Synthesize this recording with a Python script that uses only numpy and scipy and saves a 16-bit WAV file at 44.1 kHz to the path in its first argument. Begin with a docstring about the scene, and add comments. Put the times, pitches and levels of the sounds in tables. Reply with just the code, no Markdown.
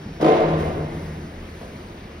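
"""Steel lift doors jolt into motion and slide open in a hard, echoing lobby.
Knocks on the hangers drive decaying panel modes, noise cracks with a long wash, and chattering fittings.
Rollers make the panels drone (wandering sine), the car rumble (resonant noise) and the track hiss.
Dull bumps and bright ticks are decaying noise; ventilation noise, a low hum and an early thin whine lie beneath."""
import sys
import numpy as np
from scipy import signal
from scipy.fft import rfft, irfft, next_fast_len
from scipy.io import wavfile

SR = 44100
rng = np.random.default_rng(int(sys.argv[2]) if len(sys.argv) > 2 else 0)


def master(y):
    """Save y as 16-bit WAV."""
    cut = np.clip(np.atleast_2d(y).T, -1, 1)
    pcm = np.round(cut * 32767)  # scale
    wavfile.write(sys.argv[1], SR, pcm.astype(np.int16))


N = 97020
T = np.arange(N) / SR

# panels knocking on their hangers: [t/s, relative level/dB, favoured pitch f/Hz]
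KNOCKS = [(0.2, -13.5, 219), (.211, -6.5, 262), (0.225, -2.5, 322), (0.243, 0, 317), (0.261, -1.5, 590),
          (0.279, -1, 450), (.31, -4, 738), (0.349, -7, 588), (.399, -6.5, 446), (0.482, -7, 335),
          (.535, -14.5, 446), (0.605, -11.5, 402), (.675, -16.5, 720), (0.773, -18.5, 446), (.81, -31, 528),
          (.922, -21, 330)]
KNOCK_BLOWS = [(s, db) for s, db, _ in KNOCKS]


def from_db(db):
    """Decibels to amplitude gain."""
    return 10 ** (np.asarray(db) / 20)


def rms_one(x):
    """Scale to unit rms."""
    return x / np.sqrt(np.mean(x ** 2) + 1e-20)


def level(rows):
    """Gain over time from [t/s, level/dB] points."""
    return from_db(np.interp(T, *np.transpose(rows)))


def at_hz(points, hz):
    """Read a table on a log-frequency axis."""
    f, v = np.transpose(points)
    return np.interp(np.log(hz), np.log(f), v)


def pan(left_minus_right_db):
    """Left and right gains for a level difference."""
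    return from_db(np.array([[.5], [-.5]]) * left_minus_right_db)


def sine(hz, start_cycles=0):
    """Unit-rms sine following a frequency track."""
    return np.sqrt(2) * np.sin(2 * np.pi * (start_cycles + np.cumsum(hz) / SR))


def drift(rate_hz):
    """Random fluctuation, spread 1: two-pole low-passed noise at SR / 40, interpolated."""
    step = 40
    r = np.exp(-2 * np.pi * rate_hz * step / SR)
    settle = 2000
    noise = rng.standard_normal(N // step + 2 + settle)
    slow = signal.lfilter([1], [1, -2 * r, r * r], noise)[settle:]
    return np.interp(np.arange(N) / step, np.arange(len(slow)), rms_one(slow))


def resonance(hz, width_hz):
    """Noise through one steep-sided resonance; rms 1."""
    sos = signal.butter(2, [hz - width_hz / 2, hz + width_hz / 2], "band", fs=SR, output="sos")
    return rms_one(signal.sosfilt(sos, rng.standard_normal(N + SR // 2))[-N:])


def dying(events, t60_s, build_s):
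    """Amplitude envelope of blows whose energies build up, add and die away."""
    energy = np.zeros(N)
    shape = from_db(-120 * T / t60_s) * (1 - np.exp(-T / build_s))  # energy: twice the dB of amplitude
    for s, db in events:
        start = int(s * SR)
        energy[start:] += from_db(db) ** 2 * shape[:N - start]
    return np.sqrt(energy)


def banded(spectrum, envelope):
    """Third-octave bands of stereo noise, rms 1 in sum, each then shaped by envelope(hz)."""
    # left-right likeness of the noise: [f/Hz, coherence]
    likeness = [(100, 1), (250, 1), (430, 0.84), (780, 1), (1100, 0.077), (1450, 0.032), (2000, 0.67),
                (2700, 0.033), (4000, 0.39), (5700, 1), (7200, 1), (15000, 1)]
    edges = 19 * 2 ** (np.arange(30) / 3)
    white = rng.standard_normal((2, 2, N + SR // 10))  # neighbouring bands use different noise
    out, power = 0, 0
    for k, (low, high) in enumerate(zip(edges, edges[1:])):
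        sos = signal.butter(2, [low, high], "band", fs=SR, output="sos")
        mid, side = signal.sosfilt(sos, white[k % 2])[:, -N:]
        hz = np.sqrt(low * high)
        alike = np.clip(at_hz(likeness, hz), -.9, .999)
        gain = from_db(at_hz(spectrum, hz)) * np.sqrt(high - low)
        mid = np.sqrt(1 + alike) * rms_one(mid)
        side = np.sqrt(1 - alike) * rms_one(side)
        out = out + gain * envelope(hz) * np.array([mid + side, mid - side])
        power += 2 * gain ** 2
    return out / np.sqrt(power)


def ventilation():
    """Airflow as coloured noise, each band flickering in level."""
    # [f/Hz, relative density/dB per Hz]
    air_colour = [(20, -17), (35, 7), (55, -1), (120, -2), (180, -1), (350, -2), (550, -6), (900, -10.5),
                  (1500, -14.5), (2100, -15), (2900, -19.5), (5700, -28.5), (7200, -36.5), (9100, -38.5),
                  (11500, -41.5), (14500, -41)]
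    air_db, flicker_db, pan_db = -39, 1.54, 1

    def envelope(hz):
        """Left and right level of one band; the bass stays central."""
        return pan(pan_db * (hz > 250)) * from_db(flicker_db * drift(21))
    return from_db(air_db) * banded(air_colour, envelope)


def machine_hum():
    """Low machine hum: a sine with slight phase drift and a changing level."""
    # [t/s, level/dB]
    hum_level = [(0, -53), (.45, -42.5), (.6, -32.5), (.9, -46), (1.05, -38), (1.45, -42), (1.8, -45.5),
                 (1.92, -56), (2.2, -43)]
    hum_hz, phase_drift_rad = 79.83, 0.11
    tone = np.sin(2 * np.pi * hum_hz * T + phase_drift_rad * drift(1))
    return level(hum_level) * np.sqrt(2) * tone


def whine():
    """A thin, unsteady sine rises in pitch, then stops as the doors start."""
    start_hz, rise_hz_per_s, jitter_hz = 5370, 800, 12
    level_db, flutter_db, end_s = -66, 2.3, 0.21
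    hz = start_hz + rise_hz_per_s * T + jitter_hz * drift(40)
    return from_db(level_db + flutter_db * drift(30)) * sine(hz) * (T < end_s)


def panel_drone():
    """Rolling makes the panels drone: one sine wandering in pitch."""
    # [t/s, level/dB]
    drone_level = [(0, -42), (.19, -48), (.23, -29.5), (.28, -29), (.35, -41), (.44, -30), (.55, -22),
                   (.67, -31.5), (.73, -38.5), (.78, -31.5), (.85, -27), (.92, -40.5), (1.03, -36),
                   (1.16, -34.5), (1.33, -46), (1.45, -69), (2.2, -64)]
    drone_hz, wander_hz = 153.5, 2.17
    return level(drone_level) * sine(drone_hz + wander_hz * drift(2.25))


def car_rumble():
    """The rollers excite the car's resonances with noise."""
    # [t/s, level/dB, before the resonances' own levels]
    roll_level = [(0, -49), (.3, -48), (.48, -40), (.6, -31), (.8, -36.5), (1.1, -36.5), (1.45, -45.5),
                  (1.75, -48.5), (1.95, -44.5), (2.2, -45)]
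    # car resonances: [f/Hz, width/Hz, relative level/dB]
    car_modes = [(80.4, 60, -4.5), (95.2, 4.9, -8), (167, 19, -7.5), (211, 70, -3), (333.8, 46, -6.5),
                 (1870, 420, -16)]
    return level(roll_level) * sum(from_db(db) * resonance(hz, width) for hz, width, db in car_modes)


def car_sway():
    """The car shudders as the doors gather speed: a low sine under a bell-shaped swell."""
    sway_hz, centre_s, length_s, peak_db = 32.8, 0.47, 0.1, -40
    swell = np.exp(-((T - centre_s) / length_s) ** 2)
    return from_db(peak_db) * swell * np.sqrt(2) * np.sin(2 * np.pi * sway_hz * T)


def track_hiss():
    """Rolling contact on the track: coloured noise of changing level."""
    # [t/s, level/dB]
    hiss_level = [(0, -59.5), (.56, -56), (.6, -45), (.72, -50.5), (.88, -56), (.95, -50.5), (1.06, -50),
                  (1.2, -54), (1.38, -56.5), (1.5, -53.5), (1.64, -52), (1.85, -55), (2.2, -65)]
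    # [f/Hz, relative density/dB per Hz]
    hiss_colour = [(100, 30.5), (600, 4), (1500, 22.5), (5700, 17.5), (9100, 10.5), (11500, 10), (14500, 3)]
    return level(hiss_level) * banded(hiss_colour, lambda hz: 1)


def bumps():
    """Dull knocks of doors and car, each a broad noise resonance that dies away."""
    # [t/s, level/dB, centre f/Hz]
    bump_rows = [(.06, -32, 180), (1.604, -39, 186), (1.61, -36, 560), (1.685, -34.5, 230),
                 (1.735, -34, 188), (1.842, -36.5, 179)]
    width_share = 0.79  # bandwidth / centre
    out = 0
    for s, db, hz in bump_rows:
        out = out + resonance(hz, hz * width_share) * dying([(s, db)], t60_s=0.36, build_s=0.0014)
    return out


def panel_modes():
    """Knocks feed the panels' modes, most of all those near their own pitch; the loose steel wavers."""
    # [f/Hz, relative level/dB, t60/s, left minus right/dB]
    modes = [(219, -22, 0.39, -2), (261.6, -34, 0.46, -2), (315.2, -22, 0.54, 0), (347.2, -28, 1.43, -1),
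             (404, -28, 0.3, 8), (446, -20, 0.59, 1), (528.3, -21.5, 0.4, 2.5), (568, -24, 0.74, 3),
             (635.4, -25, 0.81, -8), (657, -29.5, 1.2, 10), (682, -28, 1.3, 7), (741, -22, 0.69, -5.5),
             (877, -39, 0.92, 4), (915, -37.5, 1.4, -6), (1034, -26.5, 1.1, -1), (1182, -33, 1.05, -0.5),
             (1308, -43, 0.94, 0), (1457, -48, 1.1, 1), (1911, -44, 1.25, 2), (2095, -41, 2.3, 1)]
    all_db, favour_db, favour_octaves = -8, 11, 0.15
    wander_hz, flutter_db = 2.97, 3
    s, db, pitch_hz = np.transpose(KNOCKS)
    out = 0
    for hz, mode_db, t60_s, pan_db in modes:
        octaves_off = np.log2(hz / pitch_hz)
        strength_db = db + mode_db + favour_db * np.exp(-(octaves_off / favour_octaves) ** 2)
        tone = sine(hz + wander_hz * drift(8.1), start_cycles=rng.random())
        flutter = from_db(flutter_db * drift(22))
        out = out + pan(pan_db) * tone * flutter * dying(zip(s, strength_db), t60_s, build_s=0.0051)
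    return from_db(all_db) * out


def clatter():
    """Each knock gives a short noise crack and the lobby's long wash; the treble is rough."""
    # dense ringing of doors and lobby: [f/Hz, relative density/dB per Hz]
    clatter_colour = [(60, -39), (150, -11.5), (250, -13.5), (340, -2), (500, -3), (700, -7), (860, -10),
                      (1400, -19), (2000, -25), (2800, -29), (5700, -40.5), (7200, -44), (9100, -51),
                      (11500, -53), (14500, -61)]
    # [f/Hz, t60/s]
    lobby_t60 = [(150, 2.52), (500, 1.54), (1000, 1.68), (2200, 1.87), (5000, 1.04), (12000, 0.2)]
    # [f/Hz, left minus right/dB]
    balance = [(150, 9), (350, 0), (580, 7), (950, -0.5), (2000, -2), (5000, -2.5)]
    crack_db, lobby_db = -13.5, -22
    rattle_db, rattle_rate_hz, rattle_above_hz = -0.8, 190, 2000
    crack = from_db(crack_db) * dying(KNOCK_BLOWS, t60_s=0.082, build_s=0.0017)
    rattle = from_db(rattle_db * drift(rattle_rate_hz))

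    def envelope(hz):
        """Left and right level of one band over time."""
        wash = from_db(lobby_db) * dying(KNOCK_BLOWS, at_hz(lobby_t60, hz), build_s=0.0061)
        roughness = rattle if hz > rattle_above_hz else 1
        return pan(at_hz(balance, hz)) * np.hypot(crack, wash) * roughness
    return banded(clatter_colour, envelope)


def ring(clicks, hz, t60_s):
    """Two-pole resonator: a unit click sets a decaying sine of initial height 1 ringing."""
    r, w = from_db(-60 / (t60_s * SR)), 2 * np.pi * hz / SR
    return signal.lfilter([0, np.sin(w)], [1, -2 * r * np.cos(w), r * r], clicks + 1e-18)


def chatter():
    """Loose fittings touch at random while the panels shake; each touch rings their small modes anew."""
    # [f/Hz, relative level/dB]
    fittings = [(1500, 5.5), (2500, 3), (3500, 1.5), (5500, -13.5), (10000, -57)]
    chatter_db, touches_per_s, spread_db = -38, 900, 3
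    sizes = from_db(spread_db * np.minimum(rng.exponential(1, N), 3))
    touches = sizes * (rng.random(N) < touches_per_s / SR)
    out = 0
    for hz in np.geomspace(fittings[0][0], fittings[-1][0], num=30):
        strikes = touches * rng.standard_normal((2, N))
        mode_hz = hz * rng.uniform(1.0, 1.03)
        out = out + from_db(at_hz(fittings, hz)) * ring(strikes, mode_hz, t60_s=0.082)
    shaking = dying(KNOCK_BLOWS, t60_s=1.09, build_s=0.0035)
    return from_db(chatter_db) * shaking * rms_one(out)


def ticks():
    """Sharp metal contacts of latch and guides: short bursts of bright noise."""
    # [t/s, level/dB]
    tick_rows = [(.2095, -40), (.2145, -39.5), (.367, -45), (.59, -50), (1.61, -54)]
    # [f/Hz, relative density/dB per Hz]
    tick_colour = [(300, -13), (1500, -27), (3000, 6), (5500, 5), (10000, -7), (15000, -6)]
    return banded(tick_colour, lambda hz: 1) * dying(tick_rows, t60_s=0.07, build_s=0.0022)


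def scene():
    """The doors open over the hum of the building."""
    building = ventilation() + machine_hum() + whine()
    rolling = panel_drone() + car_rumble() + car_sway() + track_hiss()
    knocking = panel_modes() + clatter() + chatter()
    return building + rolling + bumps() + knocking + ticks()


def record(dry):
    """The two microphones differ in phase; the top is cut steeply."""
    # phase by which right leads left: [f/Hz, phase/rad]
    port_phase = [(0, 0), (300, .06), (450, .3), (780, 1.6), (1100, 2), (1600, 0), (3200, -1.3),
                  (5200, -.5), (6200, -1.7), (7000, -3), (7900, -3.3), (9300, -5.6), (11300, -6.7),
                  (13000, -9.2), (14300, -9.7), (15800, -12.3)]
    cutoff_hz = 15800
    size = next_fast_len(N + SR // 10)
    lead_rad = np.interp(np.arange(size // 2 + 1) * SR / size, *np.transpose(port_phase))
    turn = np.exp(.5j * lead_rad * [[-1], [1]])  # half to each side
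    pair = irfft(rfft(dry, size) * turn, size)[:, :N]
    return signal.sosfilt(signal.ellip(10, .1, 80, cutoff_hz, fs=SR, output="sos"), pair)


dry = scene()
out = record(dry)
master(out)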